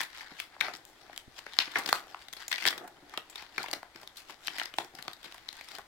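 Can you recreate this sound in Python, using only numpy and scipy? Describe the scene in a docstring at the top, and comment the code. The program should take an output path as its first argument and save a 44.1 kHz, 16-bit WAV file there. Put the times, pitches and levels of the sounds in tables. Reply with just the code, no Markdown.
"""Turning plastic sleeves

A hand turns ring-binder pages in clear plastic sleeves, close to a camera in a small quiet room.
The stiff film snaps as it buckles: a kick and a noise burst excite a short resonance.
It rustles as it slides and flaps: moving band levels shape grainy noise.
The hands knock softly on binder and camera as damped notes; sparse random reflections form the room's
short tail, over a steady hush of coloured noise."""
import sys
import numpy as np
from scipy import signal
from scipy.fft import rfft, irfft, next_fast_len
from scipy.io import wavfile
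from scipy.ndimage import uniform_filter1d

SR = 44100
rng = np.random.default_rng(int(sys.argv[2]) if len(sys.argv) > 2 else 0)


def int16_out(signal):
    """Quantize to a 16-bit WAV file."""
    q = np.round(np.clip(np.atleast_2d(signal).T, -1, 1) * 32767)
    wavfile.write(sys.argv[1], SR, q.astype(np.int16))


N = 258955

# push, body, crack, snap and tick, the five bands of the film's sound: (low edge [Hz], high edge [Hz])
BANDS = [(130, 650), (650, 1400), (1400, 2800), (2800, 5500), (5500, 16000)]
EDGE_HZ = 16100  # upper limit of the sound
FRAME, OVERLAP = 512, 384  # short-time spectra [samples]
FRAME_HZ = np.fft.rfftfreq(FRAME, 1 / SR)


def amp(db):
    """Decibels to amplitude: 20 dB is a factor of ten."""
    return 10 ** (np.asarray(db) / 20)


def unit(x):
    """Normalization of power: scales to rms 1."""
    return x / np.sqrt(np.mean(x ** 2) + 1e-20)


def read(points, hz):
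    """Interpolation along a logarithmic frequency axis."""
    f, value = np.transpose(points)
    return np.interp(np.log(hz + 1), np.log(f + 1), value)


def add(mix, s, sound):
    """Superposition: adds a stereo sound to the mix from time s [s]."""
    part = mix[:, max(0, round(s * SR)):][:, :sound.shape[-1]]
    part += sound[..., :part.shape[-1]]


def band(x, edges):
    """Causal band-pass filtering."""
    return signal.sosfilt(signal.butter(3, edges, "bandpass", fs=SR, output="sos"), x)


def ring(x, hz, q):
    """Second-order resonance with gain 1 at its peak."""
    return signal.lfilter(*signal.iirpeak(min(hz, EDGE_HZ), q, fs=SR), x)


def spectra(x):
    """Short-time Fourier analysis, shaped (channels, frames, bins)."""
    return signal.stft(x, nperseg=FRAME, noverlap=OVERLAP)[2].swapaxes(-1, -2)


def waves(z):
    """Short-time Fourier synthesis, by overlapping and adding frames."""
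    return signal.istft(z.swapaxes(-1, -2), nperseg=FRAME, noverlap=OVERLAP)[1][:, :N]


def paired(z):
    """Spatial coherence: mixes two unrelated spectra into what two nearby microphone ports hear."""
    # likeness of the two ports: (frequency [Hz], coherence [0 to 1])
    likeness = [(60, 0.66), (300, 0.92), (600, 0.56), (1000, 0.86), (2000, 0.1), (4000, 0.057),
                (15000, 0.12)]
    same = np.clip(read(likeness, FRAME_HZ), 0, 1)
    return np.array([z[0], same * z[0] + np.sqrt(1 - same ** 2) * z[1]])


def octaves(hz):
    """Logarithmic pitch distance: how far the middle of each band lies above hz [octaves]."""
    return np.log2(BANDS).mean(1) - np.log2(hz)


def snaps():
    """Snap-through buckling of the sleeve: each snap stands out at its ring and falls off to both sides."""
    # one row a buckle: (time [s], length that scales its decay [s], ring [Hz], left over right [dB],
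    # level before the band trims [dB], fall below the ring [dB/octave], fall above it [dB/octave])
    buckles = [(.0049, 0.0011, 1580, 10.5, -29.5, 7, 5), (0.0132, 0.0009, 1800, -5, -31, 10, 1.5),
               (0.0327, 0.0024, 3500, 2, -39, 5, 1), (.2076, .0015, 2080, -2, -40.5, 13, 12),
               (.3876, .0017, 2400, 6, -43, 10, 12), (0.4002, 0.0012, 2580, 1.5, -30, 8, 4),
               (.5649, .0015, 890, 2, -46.5, 6, 14), (0.6055, 0.0019, 3830, 2, -30.5, 9, 10),
               (.6095, 0.00066, 2070, 5, -23, 10.5, 5.5), (0.6118, 0.0019, 1750, 10, -26, 13, 8.5),
               (0.6166, 0.0037, 1500, 6, -40, 3.5, 12), (0.6827, 0.0013, 1270, 0, -30, 9, 12),
               (0.737, 0.0029, 4700, 2, -40.5, 2.5, 11), (0.7513, 0.00055, 4620, 0, -41.5, 5, 9),
               (0.761, 0.0011, 5200, 0, -44, 10, 10), (0.769, 0.0012, 7500, -2, -52, 3, 7),
               (.8517, 0.00057, 7500, 11, -47.5, 9, 8), (1.0964, .0017, 850, 1, -44, 8, 9),
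               (1.1296, 0.0019, 1840, 9, -48.5, 3.5, 5), (1.162, .0016, 3520, 5, -47.5, 7, 3),
               (1.1768, .0006, 3100, -1.5, -35.5, 8.5, 2.5), (1.3815, 0.0021, 4650, 0, -45.5, 3.5, 11),
               (1.39, 0.0014, 2940, 0, -45.5, 5.5, 7), (1.567, 0.00078, 1500, 9, -48, 10, 2),
               (1.4646, 0.0014, 1800, 4, -40, 3.5, 7), (1.5879, 0.00066, 4500, -3, -13.5, 6.5, 20),
               (1.6016, 0.011, 2770, 0, -17.5, 16.5, 18), (1.6763, 0.0017, 1770, 0, -40, 5, 10),
               (1.716, .0042, 3430, 3, -44, 4, 5), (1.756, 0.0041, 1660, 0, -18.5, 14.5, 18),
               (1.76, 0.0053, 1480, -6, -26.5, 4.5, 9), (1.7848, 0.0038, 4230, -5, -33.5, 1.5, 1),
               (1.8355, .0013, 4570, -2, -45, 4, 11), (1.8601, .0004, 4930, 2, -30.5, 6, 12),
               (1.8627, 0.00073, 4800, 1, -32.5, 5.5, 12), (1.876, .0027, 4300, -2, -37, 2, 11),
               (1.8888, 0.00099, 4300, -1, -31, 2, 14), (1.8912, 0.0014, 1630, 1, -31, 6, 1.5),
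               (1.9275, 0.00058, 1100, -3, -16.5, 7.5, 9), (1.9277, 0.00076, 4230, -1.5, -20.5, 12, 5.5),
               (2.1453, 0.00084, 1120, -1, -32.5, 13, 9.5), (2.284, 0.0015, 3600, 1, -44, 4.5, 6.5),
               (2.3272, 0.0022, 5860, 4, -41.5, 3.5, 7), (2.334, 0.0013, 3320, -0.5, -40, 5, 1.5),
               (2.3663, .0056, 4250, 1, -41, 4, 9), (2.4808, 0.0014, 7250, 0, -34.5, 5, 7),
               (2.509, .0013, 4500, -2, -44, 8, 11), (2.514, 0.0028, 1800, 1.5, -30, 8, 4),
               (2.5174, 0.00092, 2670, 1, -26, 17, 9), (2.527, 0.0023, 2930, 2, -22.5, 11, 11),
               (2.5407, .00057, 2050, 2, -34, 8, 6), (2.551, 0.00057, 2200, -3, -37, 12, 8),
               (2.559, 0.00057, 4130, -1, -33.5, 7, 15), (2.5813, 0.0027, 2400, 1, -30, 10, 8),
               (2.602, 0.0018, 2600, 0, -41, 9, 6), (2.6223, .001, 2580, 0, -36, 7, 9),
               (2.6247, 0.00074, 2120, 8, -36, 14, 4), (2.633, 0.00092, 2300, 3, -38, 8, 5),
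               (2.641, 0.00085, 3350, 4, -39, 3.5, 6), (2.6536, 0.00017, 2380, 2, -22, 9, 11),
               (2.6598, 0.0044, 3500, 7, -30.5, 1.5, 3), (2.6657, 0.0022, 4140, -3, -27, 21, 5),
               (2.6757, 0.0021, 3800, -2.5, -21.5, 6.5, 5.5), (2.685, 0.00035, 4330, 10, -23.5, 9, 14),
               (2.7066, 0.0021, 3570, -7, -32, 5, 5), (2.7266, 0.0032, 1960, -2, -35, 4.5, 13),
               (2.7783, 0.0024, 3740, -2, -38.5, 2.5, 4.5), (2.8766, 0.0024, 840, -4, -49.5, 6, 0),
               (3.095, .001, 3500, -3, -54, 4, 2.5), (3.1375, 0.003, 1085, -1, -38, 12, 5.5),
               (3.1749, .0015, 3130, -1, -27.5, 6, 10.5), (3.175, .0024, 930, -5, -33.5, 4.5, 4),
               (3.299, .005, 7500, 3, -46.5, 5, 6), (3.3567, 0.0019, 3600, -3.5, -35.5, 5, 8),
               (3.424, 0.0018, 2450, 0, -45.5, 3, 5), (3.58, .0014, 2200, 0.5, -26, 5, 9),
               (3.6297, 0.0022, 4380, -3.5, -34, 11, 8), (3.64, 0.0028, 965, -1, -35.5, 11, 5),
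               (3.66, 0.0014, 1980, 3, -41, 4, 7), (3.6833, 0.0022, 2980, 1, -40.5, 2, 7),
               (3.7129, 0.00097, 4700, 4, -34.5, 10, 6), (3.731, 0.00074, 4470, -4, -30.5, 3, 9),
               (3.7346, 0.0013, 4300, -2, -28.5, 3, 8), (3.83, 0.00053, 980, 5, -41, 9, 5),
               (3.959, .0015, 5150, 6, -48, 0.5, 8), (4.014, .002, 4500, 2, -53, 3, 2),
               (4.031, 0.0019, 4870, -2, -48.5, 2, 10), (4.0749, 0.00071, 3800, -1, -41.5, 7, 8),
               (4.1693, 0.0054, 4200, -2, -39.5, 18, 5), (4.296, .0054, 1070, 7, -42.5, 5, 3),
               (4.4722, 0.00066, 4150, 1, -31.5, 12, 5.5), (4.4807, 0.0012, 2960, 3, -24.5, 7.5, 19),
               (4.5828, 0.0069, 1930, -2, -34, 5.5, 2.5), (4.5975, 0.00088, 2830, 8, -27.5, 11, 13),
               (4.6144, .001, 1600, -1, -26, 10, 19), (4.633, 0.0011, 4600, 2, -39, 6, 8),
               (4.6558, 0.0012, 5070, 0, -34.5, 4.5, 11), (4.739, .0016, 3020, 1, -39.5, 4, 9),
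               (4.7842, 0.0011, 780, -4, -26.5, 10, 4.5), (4.7845, 0.0012, 3760, 0.5, -29, 2.5, 8),
               (4.846, .0013, 5200, -8, -44, 3.5, 9), (4.9507, .0013, 4840, 1, -43, 10, 7),
               (4.987, 0.0039, 1700, 1, -42.5, 3, 4), (5.025, 0.0006, 4370, -1, -40, 7, 4),
               (5.0802, 0.00065, 890, -2, -38, 14, 8), (5.0803, 0.00082, 3700, -1.5, -34, 2.5, 10),
               (5.1324, 0.0014, 4050, -3, -41.5, 9, 6.5), (5.23, .0013, 3500, -2, -48, 7, 6),
               (5.2435, 0.0039, 3700, 0, -43, 3, 6), (5.323, 0.0009, 4100, -5.5, -44.5, 4, 9),
               (5.3434, 0.0027, 990, 1, -47, 9, 1), (5.3805, 0.001, 3400, -1, -50, 3, 5),
               (5.4837, 0.0015, 4070, 0, -49, 3.5, 9), (5.4884, 0.00031, 4120, 7, -35, 8.5, 12),
               (5.528, .0011, 4050, -1, -45, 4, 4), (5.5678, 0.00083, 4400, -4, -50, 13, 5),
               (5.6103, 0.0015, 2200, -1, -41.5, 5.5, 5.5), (5.644, 0.0012, 4630, 0, -50.5, 7, 6),
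               (5.6867, 0.0009, 4730, 8, -46, 4.5, 3.5), (5.717, 0.0011, 4610, 2, -45, 4, 7),
               (5.752, 0.0011, 4400, 5, -40, 16, 8), (5.7846, .0012, 1100, 0, -44, 3, 0.5),
               (5.789, 0.0033, 1090, 1, -40.5, 3.5, 10)]
    trim_db = np.array([2, 1, .5, 1, 2])  # one a band
    focus_db, focus_octaves = 3, 1.0  # extra fall away from the ring, and how soon it sets in
    out = np.zeros((2, N))
    noises = rng.standard_normal((len(buckles), 2, 2048))
    for (s, length, hz, pan_db, db, below, above), noise in zip(buckles, noises):
        away = octaves(hz)
        fall_db = np.maximum(-below * away, above * away)
        fall_db = fall_db + focus_db * (1 - np.exp(-(away / focus_octaves) ** 2))
        add(out, s, buckle(noise, length, hz, db - fall_db + trim_db, pan_db))
    return out


def buckle(noise, length, hz, levels_db, pan_db=0):
    """Impulsive excitation of a resonator: a kick and a burst of tiny slips set a patch of film ringing."""
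    # share of a snap's left-right lean in each band: short waves are beamed, long ones bend round:
    # one value a band (share [0 to 1])
    beaming = [0, .3, 1, 1, .5]
    kick, fade = 1.28, 1.66  # kick added to the first sample; decay constant [lengths]
    ring_db, width_hz = 9, 560
    stack_db, stack_hz, stack_q = 3, 310, 2.25
    apart, apart_hz = 0.97, 1700  # above this frequency the two ports hear a snap differently
    t = np.arange(noise.shape[1]) / SR
    slips, side = noise * np.exp(-t / (fade * length))
    slips[0] += kick
    # short waves leave the film differently toward each port
    side = apart * signal.lfilter(*signal.butter(3, apart_hz, "highpass", fs=SR), side)
    burst = np.array([slips + side, slips - side])
    burst = burst + amp(ring_db) * ring(burst, hz, hz / width_hz)
    # the stack of pages underneath answers with a dull, low note
    burst = burst + amp(stack_db) * ring(burst, stack_hz, stack_q)
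    sound = np.zeros_like(burst)
    for db, beam, edges in zip(levels_db, beaming, BANDS):
        ports = np.array([unit(channel) for channel in band(burst, edges)])
        lean = unit(amp(beam * pan_db * np.array([[.5], [-.5]])))
        sound += amp(db) * ports * lean
    return sound * np.sqrt(.005 / t[-1])  # levels refer to the same energy spread over 5 ms


def crinkles(rubbing):
    """Random creasing: small creases give way more often and more loudly the harder the sleeve is rubbed."""
    # colour of a crease from push to tick: one value a band (relative level [dB])
    colour_db = [-37, -2, -7, 0, -17.5]
    # rate and level when the rubbing is at firm_db; follow is the exponent by which both track it
    per_s, level_db, firm_db, follow = 20, -52, -45.5, 0.44
    spread_db, ring_hz, spread_octaves = 1.5, 4100, 0.17
    length_s, count = 0.0018, 240  # count: candidate creases, of which some give way
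    out = np.zeros((2, N))
    chances = rng.random((count, 2))
    characters = rng.standard_normal((count, 2))
    noises = rng.standard_normal((count, 2, 1024))
    for (when, luck), (loud, high), noise in zip(chances, characters, noises):
        force = (rubbing[int(when * N)] / amp(firm_db)) ** follow
        if luck < force * per_s * N / SR / count:
            crease = buckle(noise, length_s, ring_hz * 2 ** (spread_octaves * high), colour_db)
            add(out, when * N / SR, force * amp(level_db + spread_db * loud) * crease)
    return out


def rustle(levels):
    """Stick-slip friction: sliding film slips in tiny grains, and its resonances wander as it bends."""
    # colour of the sliding film: (frequency [Hz], relative level [dB])
    film_colour = [(120, -27), (220, -27), (310, 6.5), (520, -14.5), (850, 16), (1300, 11), (2000, 11),
                   (2700, 2), (3400, -6), (4600, -1), (5800, -8), (7500, -11.5), (9000, -16.5),
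                   (15500, -17)]
    grains_per_s, spread_db, grain_s = 1100, 5.5, 0.00057
    patchy_db = 3.0  # rms wander of the resonances
    grainy = (.3, .4, .5, .52, .45)  # share of grains in each band
    trim_db = -1.5
    sizes = amp(spread_db * np.minimum(rng.exponential(1, N), 4))
    sizes = sizes * (rng.random(N) < grains_per_s / SR)
    crackle = unit(signal.lfilter([1], [1, -np.exp(-1 / (grain_s * SR))], sizes))
    z = paired(spectra(rng.standard_normal((2, N))))
    # smoothed over 14 frames and 5 frequency bins
    bends = uniform_filter1d(rng.standard_normal(z.shape[1:]), size=14, axis=0)
    bends = unit(uniform_filter1d(bends, size=5, axis=1))
    film = waves(z * amp(read(film_colour, FRAME_HZ) + patchy_db * bends))
    out = np.zeros((2, N))
    for level, share, edges in zip(levels, grainy, BANDS):
        grains = film * (1 - share + share * crackle)
        out += level * amp(trim_db) * unit(band(grains, edges))
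    return out


def motion():
    """Addition of powers: slides, flaps and the resting hand together set the rustle's level in each band."""
    # the sleeve slides over the next one: (fastest at [s], rise [s], fall [s],
    # level before the band colour [dB], brightness at the peak [dB/octave])
    slide_rows = [(0, .01, 0.064, -33, -0.5), (.195, 0.16, 0.13, -46.5, 0), (.324, 0.075, 0.12, -52, -2.5),
                  (.404, 0.06, 0.067, -44, 2), (.544, 0.046, 0.023, -58, -4.5),
                  (.649, 0.057, 0.095, -40, -4), (.755, .03, 0.041, -56, 1), (.88, 0.034, .15, -61.5, 8.5),
                  (1.02, .15, 0.23, -59.5, 1.5), (1.167, 0.19, 0.074, -60, -2),
                  (1.388, 0.059, 0.046, -45.5, 1.5), (1.556, .19, 0.036, -48.5, 0),
                  (1.6, 0.041, 0.17, -37.5, 0.5), (1.777, 0.059, 0.095, -38, -3),
                  (1.881, .015, 0.047, -37, 4), (1.951, 0.093, 0.086, -39, 3),
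                  (2.105, 0.068, 0.051, -51.5, 1.5), (2.22, 0.2, .12, -54, 1.5),
                  (2.405, 0.036, 0.12, -46, 1), (2.62, 0.17, .05, -43, 0.5),
                  (2.67, 0.028, 0.06, -28.5, -0.5), (3.143, 0.098, 0.11, -52.5, -1),
                  (3.384, 0.097, 0.15, -47.5, -1), (3.598, 0.069, 0.16, -42, -0.5),
                  (3.68, .04, 0.073, -58, 0), (3.958, 0.026, 0.19, -56.5, 0), (4.181, 0.027, 0.093, -47, 5),
                  (4.305, 0.05, 0.068, -48, 2.5), (4.47, 0.071, .04, -45.5, 3),
                  (4.53, 0.078, 0.11, -48.5, -0.5), (4.605, 0.14, 0.096, -41, 0),
                  (4.787, 0.034, .1, -48, 8), (4.96, 0.044, 0.62, -54, 0.5), (5.251, 0.046, 0.31, -52, 1),
                  (5.572, .15, 0.12, -52, 0), (5.745, 0.19, 0.091, -46, 1.5)]
    # the whole page flaps as it swings over and settles: (widest at [s], rise [s], fall [s],
    # level before the band colour [dB], brightness at the peak [dB/octave])
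    flap_rows = [(.69, 0.1, .13, -46.5, 2.5), (.86, .1, 0.2, -65, -3.5), (1.052, 0.18, 0.12, -58.5, 0),
                 (1.37, 0.066, 0.11, -60, 4), (1.777, 0.045, 0.16, -40, 3), (1.94, .04, 0.22, -49, 1),
                 (2.11, .06, .08, -58.5, -3), (2.73, 0.22, 0.28, -48.5, 0.5),
                 (2.85, 0.12, 0.058, -44.5, .5), (3.04, .04, 0.091, -59.5, 2),
                 (3.135, 0.099, 0.11, -54, -1), (3.599, 0.049, 0.049, -42.5, -0.5),
                 (3.767, .12, 0.048, -46.5, 2), (4.04, 0.089, 0.08, -56, 3.5),
                 (4.305, 0.066, 0.06, -54, 0.5), (4.5, 0.058, 0.11, -51, 2), (4.797, .015, 0.072, -40.5, 2),
                 (4.949, 0.026, 0.047, -54, -3.5), (5.078, 0.23, 0.03, -54, -0.5),
                 (5.745, 0.038, 0.06, -51, 0)]
    # shares of push, body, crack, snap and tick in a slide: one value a band (relative level [dB])
    slide_colour_db = [-19.5, -5, -1, 1, -9]
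    # the same in a flap: one value a band (relative level [dB])
    flap_colour_db = [3, 0, -14, -25, -21]
    # while the hand only rests on the page: one value a band (level before the rustle's trim [dB])
    resting_db = [-68.5, -67.5, -75.5, -69.5, -81.5]
    slide_hz, flap_hz = 4000, 600  # pivots of the brightness tilt
    slide_darkens_db, flap_darkens_db = 1, 1.5  # dB/octave from the peak to the end of the fall
    t = np.arange(0, N / SR, .001)
    slides = sum(stroke(t, row, slide_colour_db, slide_hz, slide_darkens_db) for row in slide_rows)
    flaps = sum(stroke(t, row, flap_colour_db, flap_hz, flap_darkens_db) for row in flap_rows)
    levels = np.sqrt(slides + flaps + amp(resting_db)[:, None] ** 2)
    return [np.interp(np.arange(N) / SR, t, level) for level in levels]


def stroke(t, row, colour_db, pivot_hz, darkens_db):
    """Exponential growth and decay of power in each band; the sound darkens as the bent film opens out."""
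    stroke_db = 20  # climb in the rise time, and drop in the fall time
    s, rise, fall, db, bright_db = row
    # age: -1 at the start, 0 at the peak, 1 at the end
    age = np.clip((t - s) / np.where(t < s, rise, fall), -8, 8)
    tilt_db = bright_db - darkens_db * np.clip(age, -1, 1)
    level_db = db - stroke_db * abs(age) + np.array(colour_db)[:, None]
    return amp(level_db + np.outer(octaves(pivot_hz), tilt_db)) ** 2


def bumps():
    """Damped oscillation: a soft knock of the hand rings one dull note, with a puff of air."""
    # knocks on the binder and the camera body: (time [s], level of the note before rise and decay [dB],
    # pitch [Hz], decay by 60 dB [s], lag of the note at the left port [turns])
    knocks = [(0.318, -37, 272, 0.034, 0.00058), (1.276, -39.5, 118, 0.024, 0.22),
              (1.279, -45, 270, .03, 0.18), (1.466, -43, 417, 0.033, 0), (1.676, -47, 305, 0.069, 0.049),
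              (3.026, -48, 293, 0.1, 0.026), (3.954, -35.5, 327, 0.025, 0.02),
              (4.942, -41, 318, 0.034, 0.064), (5.257, -46, 352, 0.1, 0.17)]
    rise_s, puff = 0.0022, 0.52
    t = np.arange(SR // 4) / SR
    out = np.zeros((2, N))
    for s, db, hz, t60, lag in knocks:
        air = unit(band(rng.standard_normal(len(t)), (hz / 2, hz * 2)))
        note = np.sin(2 * np.pi * (hz * t - np.array([[lag], [0]])))
        envelope = amp(db - 60 * t / t60) * (1 - np.exp(-t / rise_s))
        add(out, s, envelope * (note + puff * air))
    return out


def room(x):
    """Reverberation: separate early reflections crowd together as they age, and die band by band."""
    # reverberation time: (frequency [Hz], decay by 60 dB [s])
    decay = [(250, 0.2), (700, 0.2), (1800, 0.3), (4500, 0.18), (12000, 0.25)]
    wet_db, gap_s, build_s = -10.0, 0.0021, 0.0091
    first_per_s, crowding_s = 900, .035  # first reflection rate, and the age at which it has doubled
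    t = np.arange(SR // 2) / SR
    per_s = np.minimum(first_per_s * (1 + (t / crowding_s) ** 2), SR)
    struck = rng.random((2, len(t))) < per_s / SR
    taps = rng.standard_normal((2, len(t))) * struck / np.sqrt(per_s)
    z = paired(spectra(taps))
    age = np.linspace(0, t[-1], z.shape[1])[:, None]
    tail = waves(z * amp(-60 * age / read(decay, FRAME_HZ)))[:, :len(t)]
    tail = tail * np.clip((t - gap_s) / build_s, 0, 1)
    return amp(wet_db) * signal.fftconvolve(x, unit(tail) / np.sqrt(len(t)), axes=1)[:, :N]


def still_air():
    """Stationary coloured noise: the steady hush of the room."""
    # colour of the hush: (frequency [Hz], relative spectral density [dB])
    air_colour = [(5, -10), (14, -2), (26, -7), (36, -7), (50, -7), (80, -10), (190, -11), (310, -5),
                  (500, -8), (850, -5), (1900, -9), (2500, -12), (4400, -13), (8000, -22), (16000, -27)]
    level_db = -61.0  # rms
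    hz = np.fft.rfftfreq(N, 1 / SR)
    hush = waves(paired(spectra(rng.standard_normal((2, N)))))
    return amp(level_db) * unit(irfft(rfft(hush) * amp(read(air_colour, hz)), N))


def scene():
    """Superposition of direct sound, reflections and hush: sleeves and fingers in the quiet room."""
    rustle_send, turn_hz = 0.66, 1.1
    levels = motion()
    hits = snaps() + crinkles(levels[2]) + bumps()  # levels[2]: the crack band
    sliding = rustle(levels)
    sent = hits + rustle_send * sliding
    # two random room tails fade in and out in turn, so the reverberation's colour keeps changing
    turn = 2 * np.pi * turn_hz * np.arange(N) / SR
    reflections = room(sent * np.cos(turn)) + room(sent * np.sin(turn))
    return hits + sliding + reflections + still_air()


def record(dry):
    """Minimum-phase filtering gives each port its colour; then peaks saturate and the band is limited."""
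    # difference between the ports, largest where the left one rings: (frequency [Hz], left over right [dB])
    port_difference = [(60, 1.5), (700, 1.5), (1300, 2.5), (2300, 5), (3300, 5), (4300, 14), (5800, 6),
                       (8000, -0.5), (15000, -5.5)]
    # colour shared by both ports: (frequency [Hz], relative level [dB])
    shared_colour = [(100, 3.5), (200, -2), (330, 0), (520, -1), (750, 1), (1300, -2), (2000, 4),
                     (2800, -3.5), (3400, 2), (4200, 0), (5800, -1.5), (7500, 0.5), (10000, -0.5),
                     (15000, -2)]
    ceiling = .9
    size = next_fast_len(N + 4096)
    hz = abs(np.fft.fftfreq(size, 1 / SR))
    ratio = amp(read(port_difference, hz))
    balance = np.array([ratio, np.ones(size)]) * np.sqrt(2 / (1 + ratio ** 2))  # keeps the mean power
    log_gain = np.log(balance * amp(read(shared_colour, hz)))
    # the Hilbert transform of the log gain supplies the phase of a causal filter
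    response = np.exp(np.conj(signal.hilbert(log_gain)))
    heard = np.fft.ifft(np.fft.fft(dry, size) * response).real[:, :N]
    heard = heard / (1 + (heard / ceiling) ** 8) ** (1 / 8)
    low_pass = signal.firwin(255, EDGE_HZ, window=("kaiser", 9), fs=SR)
    return signal.oaconvolve(heard, low_pass[None], "same")


dry = scene()
out = record(dry)
int16_out(out)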